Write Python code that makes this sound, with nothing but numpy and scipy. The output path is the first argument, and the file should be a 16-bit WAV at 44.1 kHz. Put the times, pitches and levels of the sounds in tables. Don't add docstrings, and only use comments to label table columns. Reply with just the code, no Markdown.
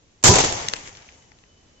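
import sys
import numpy as np
from scipy import signal
from scipy.fft import rfft, irfft
from scipy.io import wavfile
from scipy.ndimage import uniform_filter1d

SR = 44100
rng = np.random.default_rng(int(sys.argv[2]) if len(sys.argv) > 2 else 0)


def output_pcm(signal):
    pcm = np.clip(np.atleast_2d(signal).T, -1, 1) * 32767
    wavfile.write(sys.argv[1], SR, np.round(pcm).astype(np.int16))


N = 79380
T = np.arange(N) / SR
FIRE_S, CRACK_RISE_S = 0.2383, 0.0007
TOP_HZ = 8100
LN_1000 = np.log(1000)


def undb(db):
    return 10 ** (np.asarray(db) / 20)


def unit(x):
    return x / np.sqrt(np.mean(x ** 2))


def lookup(table, hz):
    points = np.array(table)
    return np.interp(np.log(hz + 1), np.log(points[:, 0]), points[:, 1])


def filtered(x, gain):
    hz = np.arange(N + 1) * SR / (2 * N)
    return irfft(rfft(x, 2 * N) * gain(hz))[..., :N]


def wander(per_s):
    step = int(SR / per_s)
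    stairs = np.repeat(rng.standard_normal(N // step + 1), step)
    return unit(uniform_filter1d(uniform_filter1d(stairs, step), step)[:N])


def envelope(start, rise, hold, decay):
    return np.clip((T - start) / rise, 0, 1) * np.exp(-np.maximum(T - start - hold, 0) / decay)


def pan(db):
    return undb(np.array([[db], [-db]]) / 2)


def diffuse(spectrum):
    mid, side = rng.standard_normal((2, N))
    bass_width, wide_above_hz = 0.27, 627
    width = lambda hz: np.clip(np.hypot(bass_width, (hz / wide_above_hz) ** 2), 0, 1)
    colour = lambda hz: undb(lookup(spectrum, hz)) * (hz < TOP_HZ) / np.hypot(1, width(hz))
    pair = mid + filtered(side, width) * np.array([[1], [-1]])
    return unit(filtered(pair, colour))


def town_rumble():
    # f/Hz, relative level/dB
    spectrum = [(20, -5), (60, 1.5), (120, -3.5), (250, -7), (450, -9), (800, -15.5), (1500, -19.5),
                (2600, -18.5), (4500, -21), (6600, -18), (7700, -22.5)]
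    return diffuse(spectrum) * undb(-57 - 0.8 * wander(per_s=5))


def blast():
    # f/Hz, relative level/dB
    spectrum = [(20, -13.5), (45, -2.5), (300, -1.5), (800, -5), (1500, -3.5), (3000, -7), (5000, -5),
                (6600, 1.5), (7700, 3)]
    tick = undb(-32) * envelope(start=0.228, rise=CRACK_RISE_S, hold=0, decay=0.0042)
    gas = undb(-6) * envelope(FIRE_S, CRACK_RISE_S, hold=0.042, decay=0.019)
    return (tick + gas) * diffuse(spectrum) * pan(-1.3)


def roof_reverb():
    # f/Hz, relative level/dB
    spectrum = [(20, -3), (45, -6.5), (110, 5.5), (250, -6.5), (420, -4), (850, -1.5), (1400, -13),
                (2400, -14), (4200, -12), (6400, -4.5), (7700, -11.5)]
    # f/Hz, t60/s
    decay_times = [(40, 0.76), (120, 0.74), (450, 0.89), (1000, 0.93), (2200, 1.517), (4500, 0.88),
                   (7000, 0.93)]
    bloom_s, roll_t60_s = 0.043, 2.13
    scatter = unit(diffuse(spectrum) * undb(wander(per_s=500)))
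    roll = undb(-32) * envelope(FIRE_S, bloom_s, bloom_s, roll_t60_s / LN_1000)
    out = 0
    for octave in range(5, 14):
        band = filtered(scatter, lambda hz: np.maximum(1 - abs(np.log2(hz + 1) - octave), 0))
        t60 = lookup(decay_times, 2.0 ** octave)
        tail = undb(-11) * envelope(FIRE_S, bloom_s, bloom_s, t60 / LN_1000)
        flutter = undb(1.5 * wander(per_s=30))
        out = out + band * np.hypot(tail, roll) * flutter
    return out * pan(1.7)


def barrel_boom():
    # f/Hz, level/dB, onset delay/s, t60/s
    modes = [(110.7, -6, 0.00079, 0.034), (172, -17, 0.0082, 0.17), (217.3, -21, 0.00079, 0.24),
             (243.8, -20.5, 0, 0.15), (365.2, -14.5, 0.00098, 0.15), (398, -13.5, .025, 0.035),
             (551.6, -25, 0, 0.11), (786, -27, 0.0038, .18), (1001.3, -18.5, .005, 0.13)]
    boom_s = 0.2855
    out = 0
    for hz, db, delay, t60 in modes:
        start = boom_s + delay
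        tone = np.sin(2 * np.pi * hz * (T - start))
        out = out + undb(db) * tone * envelope(start, rise=0.0016, hold=0.017, decay=t60 / LN_1000)
    return out * pan(-3)


def echoes():
    # t/s, level/dB, decay/s, left minus right/dB
    slaps = [(0.3377, -11, 0.0065, 1), (0.3546, -11, 0.0086, 1), (0.3638, -18, 0.0033, 0),
             (0.3837, -11.5, 0.01, 1), (0.4039, -13.5, 0.0052, -1), (0.4375, -18, 0.018, -0.5),
             (0.525, -21.5, 0.0016, -17)]
    # t/s, level/dB, half-width/s
    swells = [(0.631, -40.5, 0.038), (0.774, -40.5, 0.044), (0.875, -41.5, 0.027)]
    # f/Hz, relative level/dB
    spectrum = [(30, 7.5), (150, -6), (420, 3.5), (900, -1.5), (1500, -3.5), (3500, -5), (5300, -8.5),
                (6600, -1), (7700, 0)]
    near = sum(undb(db) * pan(side_db) * envelope(start, CRACK_RISE_S, decay / 2, decay)
               for start, db, decay, side_db in slaps)
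    far = sum(undb(db) * np.exp(-((T - peak) / width) ** 2) for peak, db, width in swells)
    return (near + far) * diffuse(spectrum)


def debris():
    # t/s, level over span_s/dB, low cut/Hz, high cut/Hz, left minus right/dB
    landings = [(0.668, -40.5, 3400, 7420, -4), (.685, -21, 1800, 7360, 5),
                (.6975, -37.5, 3050, 7460, -2.5), (0.7358, -21.5, 380, 6770, 4.5),
                (0.7593, -42, 2530, 7000, 4), (0.7637, -36.5, 1500, 7000, 15),
                (0.8748, -42, 1200, 6900, 13), (0.951, -48.5, 1480, 5000, 4),
                (0.971, -47.5, 2500, 7500, 2.5), (1.022, -53, 1980, 6500, 7),
                (1.0887, -46.5, 1500, 3230, 2), (1.1225, -56, 2500, 7000, 9.5),
                (1.2243, -60, 1816, 7000, 4.5), (1.3181, -51, 400, 3370, 13),
                (1.387, -58.5, 1208, 4960, 7.5), (1.4374, -56, 1100, 3000, 11)]
    # f/Hz, level relative to the crack/dB, t60/s
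    modes = [(480, -16.5, 0.014), (870, -15.5, 0.02), (2252, -16.5, 0.0091), (3030, -16.5, 0.01),
             (4250, -14, .009), (5660, -14, 0.016), (7100, -14.5, 0.014)]
    crack_decay_s, haze_decay_s = 0.0008, 0.011
    rebound_s, left_lag_s, span_s = 0.0013, 0.00047, 0.01
    age = np.arange(SR // 8) / SR
    snap = np.exp(-age / crack_decay_s)
    rebound = undb(-7) * np.interp(age - rebound_s, age, snap, left=0)
    haze = undb(-29) * np.exp(-age / haze_decay_s)
    out = 0
    for start, db, low_hz, high_hz, side_db in landings:
        noise = rng.standard_normal((4, len(age)))
        hit = snap * noise[0] + rebound * noise[1]
        detune = 1 + 0.055 * rng.standard_normal(len(modes))
        for (hz, mode_db, t60), stretch in zip(modes, detune):
            hit += undb(mode_db) * np.sin(2 * np.pi * hz * stretch * age) * np.exp(-LN_1000 * age / t60)
        left = np.interp(age - left_lag_s, age, hit, left=0)
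        pair = np.array([left, hit]) * pan(side_db) + haze * noise[2:]
        bandpass = signal.butter(2, [low_hz, high_hz], "band", fs=SR, output="sos")
        pair = signal.sosfilt(bandpass, pair)
        pair /= np.sqrt(np.sum(pair ** 2) / (2 * span_s * SR))
        out = out + undb(db) * np.pad(pair, ((0, 0), (int(start * SR), N)))[:, :N]
    return out


def far_whine():
    start_s, rise_s = 1.0, 0.29
    pitch_hz = 3010 + 12.8 * wander(per_s=25.05)
    level_db = -69.5 + 4.5 * wander(per_s=63)
    fade_in = np.clip((T - start_s) / rise_s, 0, 1)
    return fade_in * undb(level_db) * np.sin(2 * np.pi * np.cumsum(pitch_hz) / SR)


def scene():
    shot = blast() + barrel_boom() + echoes() + roof_reverb()
    return shot + debris() + far_whine() + town_rumble()


def record(dry):
    ceiling, clip_level = 0.8, 0.68
    edge_hz, sizzle_top_hz = 550, 15500
    saturated = ceiling * np.tanh(dry / ceiling)
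    dulled = filtered(saturated, lambda hz: np.clip((TOP_HZ - hz) / edge_hz, 0, 1) ** 2)
    clipped = np.clip(dulled, -clip_level, clip_level)
    return filtered(clipped, lambda hz: np.clip((sizzle_top_hz - hz) / edge_hz, 0, 1))


dry = scene()
out = record(dry)
output_pcm(out)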